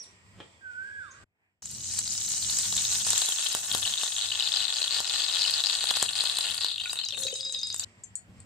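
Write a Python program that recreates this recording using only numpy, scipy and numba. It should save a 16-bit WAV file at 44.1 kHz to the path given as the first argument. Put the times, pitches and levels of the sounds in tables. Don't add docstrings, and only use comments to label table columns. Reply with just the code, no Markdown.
import sys
import numpy as np
from scipy import signal
from scipy.io import wavfile
from scipy.ndimage import uniform_filter1d
from numba import njit

SR = 44100
rng = np.random.default_rng(int(sys.argv[2]) if len(sys.argv) > 2 else 0)


def digitize_waveform(pressure):
    field = np.atleast_2d(pressure).T
    bounded = np.clip(field, -1, 1)
    quanta = np.round(bounded * 32767).astype(np.int16)
    wavfile.write(sys.argv[1], SR, quanta)


def boost(x):
    u = np.asarray(x, float) / 20
    return 10 ** u


N = 372644
T = np.arange(N) / SR
QUIET_FROM_S, POUR_S, OIL_ENDS_S = 1.241, 1.621, 7.846

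# t/s, level/dB
GROVE_LEVEL = [
    [(0.0, -63), (0.212, -67), (1.086, -67), (1.206, -65.5), (1.235, -64)],
    [(1.25, -93), (1.438, -80.5), (1.615, -91)],
    [(7.83, -69.5), (7.86, -66), (8.45, -68)],
]
# f/Hz, level per Hz/dB
LEAF_SPECTRUM = [(120, -32), (200, -17.5), (481, -14.5), (1200, -17.5), (2280, -13.5), (6810, -51),
                 (7890, -48), (15800, -40)]
# f/Hz, correlation
LEAF_LIKENESS = [(60, 0.41), (380, 0.99), (2380, -0.78), (15000, -0.23)]
# f/Hz, width/Hz, level/dB
INSECT_BANDS = [(7320, 360, -7), (8440, 990, -12), (6250, 560, -17.5), (2295, 380, 1.5), (5000, 1200, -8),
                (1000, 56, -2), (1880, 68, 5)]
# f/Hz, width/Hz, level/dB
DRAUGHT = [(69.8, 70.6, -3), (99.1, 14, 5.5), (139, 17, -11), (188.2, 6.4, -1), (225.4, 14.3, -10)]
# t/s, peak level/dB, hold/s
FLARES = [(0.307, -55.5, 0.086), (1.23, -54.5, 0.087), (1.72, -49.5, 1.37), (3.712, -51.5, 0.12),
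          (4.28, -57, 0.031), (6.042, -54.5, 0.044), (6.5, -53, 0.027), (7.174, -52.5, 0.047),
          (7.65, -58, 0.48), (8.3, -51.5, 0.11)]
# t/s, f/Hz, level/dB
WHISTLE = [(.61, 1610, -59), (.66, 1538, -39.5), (.73, 1447, -44), (.8, 1527, -35.5), (.9, 1651, -44.5),
           (.97, 1665, -40), (1.02, 1510, -39.5), (1.1, 1048, -57.5), (1.24, 1230, -67)]
CHIRPS = [
    [(0, 5760, -41.5), (.018, 5770, -47.5), (.03, 5000, -58.5), (.045, 3660, -58), (.058, 2880, -80)],
    [(1.108, 6240, -59), (1.114, 7000, -54.5), (1.12, 6150, -54), (1.13, 4060, -89)],
]
FAR_CALL = [(.42, 3800, -77), (.55, 3400, -73), (.7, 3200, -84), (1.0, 3290, -74), (1.1, 3550, -72),
            (1.2, 4060, -78)]
# t/s, peak level/dB
WOOD_KNOCK = [
    (0.402, -26),
]
# f/Hz, width/Hz, level/dB
WOOD_MODES = [(407, 180, 5), (1070, 1800, -3.5), (2250, 940, -0.5), (3400, 550, -3.5)]
# t/s, peak level/dB, ring level relative to the crack/dB
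LATE_TICKS = [
    (8.0362, -37, -20),
    (8.1548, -22, -24),
    (8.4025, -40, -16),
]
# f/Hz, level/dB, t60/s
LATE_TICK_MODES = [
    [(6250, -4, 0.12), (6980, 2, 0.07), (7530, 8, 0.06), (8516, -6, 0.07)],
    [(4390, -17, 0.17), (5650, -21, 0.12), (6880, -8, 0.15), (7400, -8, 0.05), (8400, -3, 0.08),
     (8000, -3, 0.03)],
    [(4400, -6, 0.012), (8300, -6, .03)],
]

# pitch spread/octave, rate/(1/s), cycles to the crest, size spread/dB,
# own L-R/dB, ring growth per dB of water lost/dB
SMALL_BUBBLES = (0.36, 5200, 3.6, 2.8, -2, 0.56)
LARGE_BUBBLES = (0.32, 260, 2.57, 1.69, 6.3, 1.69)
SPRAY_BUBBLES = (0.65, 4800, 23, 8.2, 1.5, 0.05)
# t/s, f/Hz
SMALL_PITCH = [(1.62, 6700), (5.7, 6840), (5.9, 7850), (6.7, 7510), (7.85, 6470)]
LARGE_PITCH = [(1.62, 4550), (2.6, 4400), (3.6, 3680), (4.5, 3900), (5.3, 4050), (6.5, 3890), (7.85, 3860)]
# t/s, burst rate/dB
WATER_LEFT = [(1.62, -4), (2.1, 0), (6.6, 0), (6.9, -9), (7.85, -13)]
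# t/s, vigour/dB, lean towards large bubbles/dB, violence of the spatter/dB
BOIL = [(1.645, -54, -5, -1), (1.85, -43.5, -4, -3), (2.2, -40, -5, -0.5), (3.12, -34.5, -3.5, 1.5),
        (3.53, -37, -1, 0.5), (3.62, -43.5, -5, 7), (3.72, -37, -0.5, 3.5), (4.14, -38, -2, 0),
        (4.31, -38.5, 2, -0.5), (5.4, -36, 3.5, -1), (5.83, -36.5, 3, -1), (6.6, -40, 3, 1),
        (6.75, -47, 7.5, -6), (6.94, -38, 7, 3), (7.1, -51.5, 11.5, -1.5), (7.2, -38.5, 1, 9.5),
        (7.65, -52, 3.5, -34), (7.77, -46, 3, 8)]
# f/Hz, width/Hz, level/dB
POOL = [(2330, 80, -26), (2030, 50, -16), (1320, 50, -8), (5900, 500, -4)]
THIN_FILM = [(2690, 110, -18)]
# t/s, share of full cancelling
POOL_DEPTH = [(2.6, 0.3), (3.7, 0.95), (7.85, 0.99)]
# t/s, peak level/dB, f/Hz
LOUD_POPS = [(2.852, -18, 3880), (3.1317, -17.5, 4040), (3.2178, -14, 3920), (3.2865, -16.5, 3690),
             (3.715, -14.5, 3660), (3.751, -29, 3060), (3.8517, -20, 2930), (3.9383, -15.5, 3400),
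             (4.165, -19, 3560), (4.191, -20, 3460), (4.2779, -28, 3800), (4.319, -17.5, 2920),
             (4.406, -17.5, 3050), (4.4247, -15.5, 3600), (4.475, -16.5, 3560), (4.5708, -12, 4140),
             (4.704, -17.5, 3470), (4.829, -14, 4200), (4.879, -15, 3500), (6.8957, -25, 3890),
             (6.9892, -18, 3800), (7.268, -17.5, 4040), (7.4086, -23, 4740), (7.5469, -20, 3740),
             (7.633, -22, 4700), (7.702, -21.5, 4300),
             (1.6573, -23.5, 7100), (1.938, -22.5, 7940), (1.99, -13, 7200), (2.07, -23, 6700),
              (2.5703, -17.5, 6300), (2.5878, -13.5, 7650), (2.766, -15, 7400), (3.105, -11, 7560),
              (3.179, -12.5, 7150), (3.218, -22, 7640), (3.323, -25, 7000), (6.027, -16, 7660),
              (6.0927, -20.5, 7800), (6.371, -21.5, 8030), (6.933, -24, 7940),
             (6.6462, -12.5, 4000), (6.7795, -27, 2800), (6.798, -27, 2890), (6.857, -22.5, 2440),
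             (6.929, -30, 2800), (6.959, -33, 2840), (6.99, -35, 2750), (7.034, -33, 2860),
             (7.088, -33, 3040), (7.1362, -29.5, 2800), (7.282, -29.5, 2480),
             (4.925, -17.5, 4100), (4.9448, -15.5, 4370), (4.9626, -19, 4250), (5.097, -18, 3880),
             (5.168, -20, 4120), (5.1837, -26, 3880), (5.2038, -19.5, 4200), (5.288, -23, 3910),
             (5.298, -18.5, 3640), (5.3865, -17, 4200), (5.4115, -15, 4340), (5.421, -14.5, 3840),
             (5.4414, -16, 4340), (5.4301, -15, 4120), (5.45, -19.5, 3000), (5.476, -21, 4520),
             (5.5097, -19, 4300), (5.539, -12, 4440), (5.5802, -15, 4100), (5.604, -14, 3760),
             (5.6389, -11.5, 3880), (5.687, -27, 3550), (5.707, -18, 3600), (5.7353, -26, 4330),
             (5.7526, -18, 3450), (5.8163, -22, 3930), (5.8403, -18, 4240), (5.889, -16, 4400),
             (5.907, -14.5, 3330), (5.939, -21, 3880), (5.955, -17, 3880), (5.974, -20, 3940),
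             (5.9993, -20, 4270), (6.0843, -25, 2820), (6.133, -19, 4200), (6.162, -20, 4400),
             (6.1893, -15, 3830), (6.2072, -13.5, 4150), (6.2554, -19, 4350), (6.2837, -25, 4130),
             (6.2982, -14, 3880), (6.3228, -22, 4100), (6.35, -22, 4130), (6.37, -17, 4040),
             (6.385, -15.5, 3800), (6.409, -19.5, 3800), (6.429, -21, 3870), (6.4538, -24.5, 2800),
             (6.487, -22, 2830), (6.51, -20, 3800), (6.6091, -21, 3980), (6.621, -21, 3930),
             (6.635, -16, 3950),
             (3.7263, -25.5, 3230), (3.7794, -36, 3200), (3.8292, -22, 3400), (3.8765, -18, 3700),
             (3.885, -26, 3700), (3.926, -22.5, 3370), (3.9833, -22, 3800), (4.013, -25, 2920),
             (4.0354, -19, 3730), (4.0776, -18.5, 3740), (4.2443, -22, 3420), (4.305, -19.5, 3740),
             (4.351, -30.5, 2920), (4.398, -16, 3700), (4.4447, -24, 4040), (4.487, -18.5, 4440),
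             (4.5394, -15, 3970), (4.6046, -16, 3880), (4.6235, -24.5, 2940), (4.681, -16.5, 3800),
             (4.7403, -19, 4300), (4.759, -22, 4200),
             (1.986, -22, 4400), (2.077, -20, 4400), (2.2788, -25.5, 4300), (2.4056, -41, 4330),
              (2.426, -22, 4250), (2.4976, -18, 3950), (2.525, -23, 4480), (2.6317, -24.5, 3800),
              (2.725, -20.5, 3830), (2.767, -20.5, 3880), (2.779, -16, 3670),
             (7.051, -23, 6160), (7.087, -18, 5700), (7.1706, -31, 7670), (7.19, -30, 8360),
             (7.2355, -20.5, 6460), (7.281, -36, 6740), (7.3407, -24, 6550), (7.5246, -23.5, 7240),
             (7.615, -28, 6110), (7.672, -25, 7100), (7.6884, -33, 8340), (7.7273, -25, 6560),
             (7.745, -21, 7400), (7.763, -23.5, 7560), (7.796, -16.5, 7070), (7.808, -30, 7360),
             (7.8383, -26, 5550),
             (6.5467, -23, 4300), (6.5796, -17.5, 4400), (6.665, -19, 4270), (6.6848, -18, 4040),
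                 (6.7166, -19, 3800), (6.7428, -24, 3700), (6.7602, -21, 3770), (6.7821, -20.5, 3660),
                 (6.8018, -19.5, 3660), (7.107, -21, 3700), (7.124, -22.5, 3500), (7.146, -28, 2610)]
# t/s, peak level/dB
SPITS = [(1.621, -45.5), (2.723, -31), (3.064, -26.5), (3.129, -26), (3.216, -27), (3.286, -28.5),
         (3.546, -20.5), (3.745, -18.5), (4.03, -25.5), (5, -23.5), (5.837, -27), (5.907, -22),
         (5.966, -25.5), (6.023, -17.5), (6.234, -28), (6.384, -28.5), (6.642, -28), (6.928, -30),
         (7.74, -35.5)]
# t/s, peak level/dB, L-R/dB
SNAPS = [(1.714, -33.5, 20), (1.8138, -41, 1), (1.9505, -38, 8.5), (1.9884, -23, 9), (2.1395, -33, 11),
         (2.2218, -30, 11), (2.2892, -24, 10.0), (2.4264, -31, -2), (2.5062, -19, 3), (2.587, -25, 2.0),
         (2.9407, -31, 2.0), (2.9752, -17, 2), (3.067, -18, 0), (3.1044, -18, 5), (3.1323, -28, 2),
         (3.1795, -19, 6), (3.2206, -30, 4.0), (3.26, -20, 3), (3.2904, -16, 0), (3.3244, -31, 9),
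         (3.4453, -26, 13), (3.4865, -21, 6.5), (3.5294, -23, 13), (3.5498, -23, 11), (3.6586, -22, 6),
         (3.7265, -16, 4), (3.751, -22, 9), (3.7788, -21, 6), (3.8167, -22, 8), (3.8741, -27, 1.0),
         (3.9065, -34, 1.5), (5.5089, -20, 1.0), (5.9684, -23, 5), (5.9983, -28, 7), (6.0262, -47, 0),
         (6.117, -30.5, 7), (6.2377, -25, 10), (6.3709, -35, 6), (6.3869, -21, 9.5), (6.4595, -40, 2),
         (6.5096, -28, 14), (6.547, -28, 16), (6.5725, -30, 10), (6.9307, -28, 15), (7.1891, -29, 7.0),
         (7.7428, -28, 1), (7.793, -41, 6.0)]
# t/s, peak level/dB, f/Hz
GULPS = [
    (7.13, -48, 510),
    (7.252, -39.5, 438),
    (7.327, -32.5, 477),
]
# f/Hz, width/Hz, level/dB
PAN = [(516, 340, -5.5), (767, 150, 2), (940, 185, 1), (1117, 194, 2), (1466, 107, 4.5), (1749, 138, 4),
       (2212, 115, -2.5)]
PAN_SINGING = [(2573, 270, 0), (2920, 110, 3), (3300, 185, -4), (3880, 21, 10.5), (4350, 195, 2),
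               (5000, 78, -15), (7560, 80, -5)]
# f/Hz, level/dB, t60/s
FREE_MODES = [(532, -0.5, 0.17), (930, 0, 0.14), (1447, -1, 0.28), (3340, -15, 0.55), (3660, 0, 0.59),
              (3847, 12, 0.2), (4350, -30, 0.15), (4980, 13.5, 0.2), (6150, 5, 0.068), (6800, 8, 0.059)]
# t/s, peak level/dB, f/Hz
STRIKES = [(6.8, -39, 3830), (6.857, -31.5, 1447), (6.895, -35.5, 3960), (6.968, -34.5, 3750),
           (6.97, -41.5, 1447), (7.063, -32, 4030), (7.145, -33, 3620), (7.182, -38.5, 527),
           (7.233, -27.5, 4100), (7.251, -33.5, 524), (7.27, -32, 3900), (7.269, -31, 518),
           (7.332, -30.5, 500), (7.355, -26, 4260), (7.431, -38, 3660), (7.5, -45, 3660),
           (7.549, -31.5, 3660), (7.53, -34.5, 6150), (7.589, -34.5, 6150), (7.45, -37.5, 5000),
           (7.54, -41, 5000), (7.407, -38, 5080), (7.431, -45, 3970), (7.496, -34.5, 3920),
           (7.548, -32, 4270), (7.632, -22.5, 4510), (7.702, -25.5, 4450)]
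# f/Hz, width/Hz, level/dB
MIC = [(5770, 1000, -1), (7800, 4600, 5)]
# f/Hz, width/Hz, level each way/dB
LEFT_BRIGHT = [(9200, 1700, 3), (6000, 2000, -1.5)]


def rms_one(x):
    return x / np.sqrt(np.mean(x ** 2) + 1e-20)


def in_time(rows):
    s, *columns = np.transpose(rows)
    return [np.interp(T, s, c) for c in columns]


def at_hz(points, hz):
    f, value = np.transpose(points)
    return np.interp(np.log(hz), np.log(f), value)


def drift(rate):
    r = np.exp(-80 * np.pi * rate / SR)
    slow = signal.lfilter([1], [1, -2 * r, r * r], rng.standard_normal(N // 40 + 2002))[2000:]
    return np.interp(np.arange(N) / 40, np.arange(len(slow)), rms_one(slow))


def ring(clicks, hz, t60):
    r, w = boost(-60 / (t60 * SR)), 2 * np.pi * hz / SR
    return signal.lfilter([0, np.sin(w)], [1, -2 * r * np.cos(w), r * r], clicks + 1e-18)


def resonances(x, modes):
    out = 0
    for k, (hz, width, db) in enumerate(modes):
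        r, w = np.exp(-np.pi * width / SR), 2 * np.pi * hz / SR
        b = (1 - r * r) / 2 * np.array([1, 0, -1])
        out = out + (-1) ** k * boost(db) * signal.lfilter(b, [1, -2 * r * np.cos(w), r * r], x + 1e-18)
    return out


def peaking(x, bands):
    for hz, width, db in bands:
        a, w = boost(db / 2), 2 * np.pi * hz / SR
        alpha = np.sin(w) * width / hz / 2
        top = [1 + alpha * a, -2 * np.cos(w), 1 - alpha * a]
        bottom = [1 + alpha / a, -2 * np.cos(w), 1 - alpha / a]
        x = signal.lfilter(top, bottom, x)
    return x


def clicks_at(s, size):
    return np.bincount(np.round(np.asarray(s) * SR).astype(int), size, N)[:N]


def echoes(x, t60, wet_db):
    age = T[:SR]
    tail = rng.standard_normal((2, len(age))) * boost(-60 * age / t60) * np.minimum(age / 0.0039, 1)
    tail = tail / np.sqrt(np.sum(tail[0] ** 2))
    return boost(wet_db) * signal.fftconvolve(x * np.ones((2, 1)), tail, axes=1)[:, :N]


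def grove():
    leaves, edges = 0, 200 * 2 ** np.arange(0, 6.4, 1 / 3)
    white = rng.standard_normal((2, 2, N))
    for k, (low, high) in enumerate(zip(edges, edges[1:])):
        centre = np.sqrt(low * high)
        band = signal.butter(2, [low, high], "band", fs=SR, output="sos")
        mid, side = signal.sosfilt(band, white[k % 2])
        alike = np.clip(at_hz(LEAF_LIKENESS, centre), -1, 1)
        gain = boost(at_hz(LEAF_SPECTRUM, centre) + 2.4 * drift(2.6))
        leaves = leaves + gain * (np.sqrt(1 + alike) * mid + np.sqrt(1 - alike) * side * [[1], [-1]])
    quiet = (T > QUIET_FROM_S) & (T < POUR_S)
    insects = boost(9.5 + 3.0 * drift(3.0) - 7.0 * quiet) * resonances(white[0, ::-1], INSECT_BANDS)
    level_db, = in_time(sum(GROVE_LEVEL, []))
    return boost(level_db + 4.5) * rms_one(rms_one(leaves) + insects)


def fire():
    embers_db, rise_db_per_s, fall_db_per_s = -64, 106, 93
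    mid, side = resonances(rng.standard_normal((2, N)), DRAUGHT)
    roar = rms_one(mid + 0.33 * side * [[1], [-1]])
    flares = []
    for s, db, hold in FLARES:
        before, after = np.maximum(s - T, 0), np.maximum(T - s - hold, 0)
        flares.append(db - rise_db_per_s * before - fall_db_per_s * after)
    quiet = (T > QUIET_FROM_S) & (T < POUR_S)
    level_db = np.where(quiet, embers_db - 20.5, np.maximum(np.max(flares, axis=0), embers_db))
    return boost(level_db + 1.83 * drift(9.6)) * roar


def call(rows, second_db, waver=0.0047):
    hz, db = in_time(rows)
    phase = 2 * np.pi * np.cumsum(hz * (1 + waver * drift(52))) / SR
    fade = np.clip(np.minimum(T - rows[0][0] + 0.00083, rows[-1][0] - T) / 0.00085, 0, 1)
    voice = np.sin(phase) + boost(second_db) * (hz < 5200) * np.sin(2 * phase)
    return np.sqrt(2) * boost(db) * fade * voice


def thud():
    s, peak_db = WOOD_KNOCK[0]
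    age = T - s
    span = np.abs(age)
    blow = boost(-60 * span / 0.031) + 0.13 * boost(-60 * span / 0.23)
    scuff = 0.1 * boost(-60 * span / 0.24)
    wood = resonances(np.where(age > 0, blow, scuff) * rng.standard_normal(N), WOOD_MODES)
    wood = signal.sosfilt(signal.butter(2, 4500, fs=SR, output="sos"), wood)
    return boost(peak_db - 6.0) * wood / np.abs(wood).max()


def birds_and_wood():
    whistle = call(WHISTLE, -42) * boost([[-4], [1.5]])
    whistle[0] = np.roll(whistle[0], 9)
    near = sum(call(c, -1.1, waver=0.016) for c in CHIRPS) + call(FAR_CALL, -44, waver=0.048) + thud()
    far = whistle + echoes(whistle, t60=1.0, wet_db=-7.5)
    return far + near + echoes(near, t60=0.29, wet_db=-1.0)


@njit
def add(out, start, size, hz, crest, rise):
    for k in range(len(start)):
        first = int(start[k]) + 1
        for n in range(max(first, 0), min(first + int(6 * crest[k]) + 1, len(out))):
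            u = (n - start[k]) / crest[k]
            out[n] += size[k] * (u * np.exp(1 - u)) ** 2 * np.sin(hz[k] * crest[k] * (u + rise * u * u))


def bursts(s, size, hz, cycles, pan_db, lag_spread=4.43, rise=0.0005):
    out, lag = np.zeros((2, N)), lag_spread * rng.standard_normal(len(s)) - 1
    for side, sign in enumerate((1, -1)):
        start, level = s * SR + sign * lag / 2, size * boost(sign * pan_db / 2)
        add(out[side], start, level, 2 * np.pi * hz / SR, cycles * SR / hz, rise)
    return out


def struck(s, peak_db, ring_db, modes):
    crack = bursts(np.array([s]), boost(peak_db), np.array([7900.]), 3.0, np.zeros(1), lag_spread=0.24)
    hit = resonances(clicks_at([s + 0.0015], [boost(peak_db + ring_db)]), [(6000, 6500, 9.5)])
    return crack + sum(boost(db) * ring(hit, hz, min(t60, .2)) for hz, db, t60 in modes)


def late_pops():
    ticks = sum(struck(*hit, modes) for hit, modes in zip(LATE_TICKS, LATE_TICK_MODES))
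    ticks = ticks * boost([[3.5], [-3.5]])
    return ticks + echoes(ticks, t60=0.14, wet_db=-5)


def swarm(kind, centre_hz, level_db, pan_db, crowding):
    octaves, per_s, cycles, spread_db, own_pan_db, growth = kind
    draw, span = rng.random((40000, 5)), OIL_ENDS_S - POUR_S
    pitch_scatter = rng.triangular(-1.3, 0, 1.3, len(draw))
    pan_scatter = rng.standard_normal(len(draw))
    s = POUR_S + span * draw[:, 0]
    at = (s * SR).astype(int)
    born = draw[:, 1] < per_s * span / len(draw) * crowding[at]
    size_db = spread_db * np.minimum(-np.log(draw[:, 2]), 3.5)
    size = boost(size_db) * np.sign(draw[:, 3] - .5) * born
    power = uniform_filter1d(clicks_at(s, size ** 2), size=SR // 4) + 1e-4
    size *= boost(level_db[at]) / np.sqrt(power[at])
    hz = np.minimum(centre_hz[at] * 2 ** (octaves * pitch_scatter), .4 * SR)
    spin = cycles * (0.23 + 1.23 * draw[:, 4])
    longer = boost(-growth * in_time(WATER_LEFT)[0][at] * (s > 4))
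    size /= np.sqrt(longer)
    energy = np.sqrt(np.mean(spin * SR / hz))
    pan = pan_db[at] + own_pan_db + 7.5 * pan_scatter
    sound = bursts(s[born], size[born] / energy, hz[born], (spin * longer)[born], pan[born])
    return sound, clicks_at(s, size)


def single_bursts(pan_db):
    pops = LOUD_POPS
    s, peak_db, hz = np.transpose(pops)
    peak_db = peak_db + 0.5
    pan = pan_db[(s * SR).astype(int)]
    loud = bursts(s - .0004, boost(peak_db), hz, 2.1 + 2.2 * (hz < 3200), pan, lag_spread=1.2)
    delay, gain_db, shift = rng.uniform([.7, -6, .92], [1.3, 3, 1.1], (len(s), 3)).T
    rebound = bursts(s + .0018 * delay, boost(peak_db - 5 + gain_db), hz * shift, 2.4, pan, lag_spread=1.2)
    return loud + rebound, clicks_at(s, boost(peak_db - 7.5) * rng.choice([-1, 1], len(s)))


def spatter():
    s, peak_db = np.transpose(SPITS)
    s = s + .004
    spits = bursts(s, boost(peak_db + 4.0), np.full(len(s), 1100.), 0.31 + 0.12 * (peak_db < -21), 3.0)
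    spits = spits + resonances(clicks_at(s, boost(peak_db + 22.5)), [(5000, 3500, 0.014)])
    s, peak_db, pan_db = np.transpose(SNAPS)
    snaps = bursts(s, boost(peak_db + 2.5), np.full(len(s), 10000.), 1.1, pan_db, lag_spread=2.2)
    s, peak_db, hz = np.transpose(GULPS)
    return spits + snaps + bursts(s, boost(peak_db), hz, 2.2, 4.0, rise=0.025)


def free_ring(blows):
    s, peak_db, strike_hz = np.transpose(STRIKES)
    patter = boost(-26.0) * blows * ((T > 7.4) & (T < 7.74))
    gurgle = boost(-34.0) * blows * ((T > 7.1) & (T < 7.6))
    out = 0
    for hz, db, t60 in FREE_MODES:
        detune_db = 86 * np.abs(np.log2(strike_hz / hz))
        hit = clicks_at(s, boost(peak_db - 6.0 - detune_db))
        hit = hit + patter * boost(-22 * np.abs(np.log2(hz / 3800))) * (hz > 3000) + gurgle * (hz < 700)
        out = out + boost(db) * (ring(hit, hz, t60) + 0.14 * ring(hit, hz * 1.005, 0.81 * t60))
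    return out


def sizzle():
    vigour_db, lean_db, violence_db = in_time(BOIL)
    water_db, = in_time(WATER_LEFT)
    large_db, small_db = vigour_db + lean_db, vigour_db - lean_db
    spray_db = small_db - 16.5 + violence_db
    knock_db = large_db - 13.5 + violence_db + 0.3 * water_db
    large_hz, small_hz = in_time(LARGE_PITCH)[0], in_time(SMALL_PITCH)[0]
    pan_db = 3.5 + 0.22 * (T - POUR_S)
    crowding = boost(water_db + 2.8 * drift(9) + 1.5 * drift(45))
    large, blows = swarm(LARGE_BUBBLES, large_hz, large_db + 0.5, pan_db, crowding)
    small, taps = swarm(SMALL_BUBBLES, small_hz, small_db, pan_db, crowding)
    spray, _ = swarm(SPRAY_BUBBLES, np.full(N, 13890), spray_db, pan_db, crowding)
    loud, tear = single_bursts(pan_db)
    crack = resonances(tear, [(5000, 4100, 3.7)])
    jolts = blows / boost(large_db)
    mid, side = resonances(np.array([jolts, jolts * rng.choice([-1, 1], N)]), PAN)
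    knock = boost(knock_db) * rms_one(mid + .5 * side * [[1], [-1]])
    knock = knock + boost(10.5 + 0.85 * water_db) * resonances(tear, PAN)
    singing = boost(7.5) * resonances(blows + 0.32 * taps + 3.05 * tear, PAN_SINGING)
    iron = (singing + crack + free_ring(blows)) * boost([[1.5], [-1.5]])
    thinning = boost(np.interp(T, (6.7, 6.78), [0, -5]))
    return large * thinning + small + spray + loud + spatter() + knock + iron


def oil_in_pan():
    oil, depth = sizzle(), np.clip(in_time(POOL_DEPTH)[0], 0, 1)
    thin = np.interp(T, (2.5, 3.0), [.9, 0])
    oil = (1 - depth - thin) * oil + depth * peaking(oil, POOL) + thin * peaking(oil, THIN_FILM)
    return (oil + echoes(oil, t60=0.2, wet_db=-6.5)) * (T < OIL_ENDS_S)


def scene():
    first = birds_and_wood() * (T < QUIET_FROM_S)
    return first + oil_in_pan() + late_pops() + grove() + fire()


def roll_off(x):
    return signal.sosfilt(signal.butter(12, 16650, fs=SR, output="sos"), x)


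def record(dry):
    left = peaking(dry[0], LEFT_BRIGHT)
    right = peaking(dry[1], np.multiply(LEFT_BRIGHT, [1, 1, -1]))
    mix = peaking(np.array([left, right]), MIC)
    mix = signal.sosfilt(signal.cheby2(12, 50, 16200, fs=SR, output="sos"), mix)
    mix = signal.sosfilt(signal.butter(2, 60, "high", fs=SR, output="sos"), mix)
    return roll_off(mix)


dry = scene()
out = record(dry)
digitize_waveform(out)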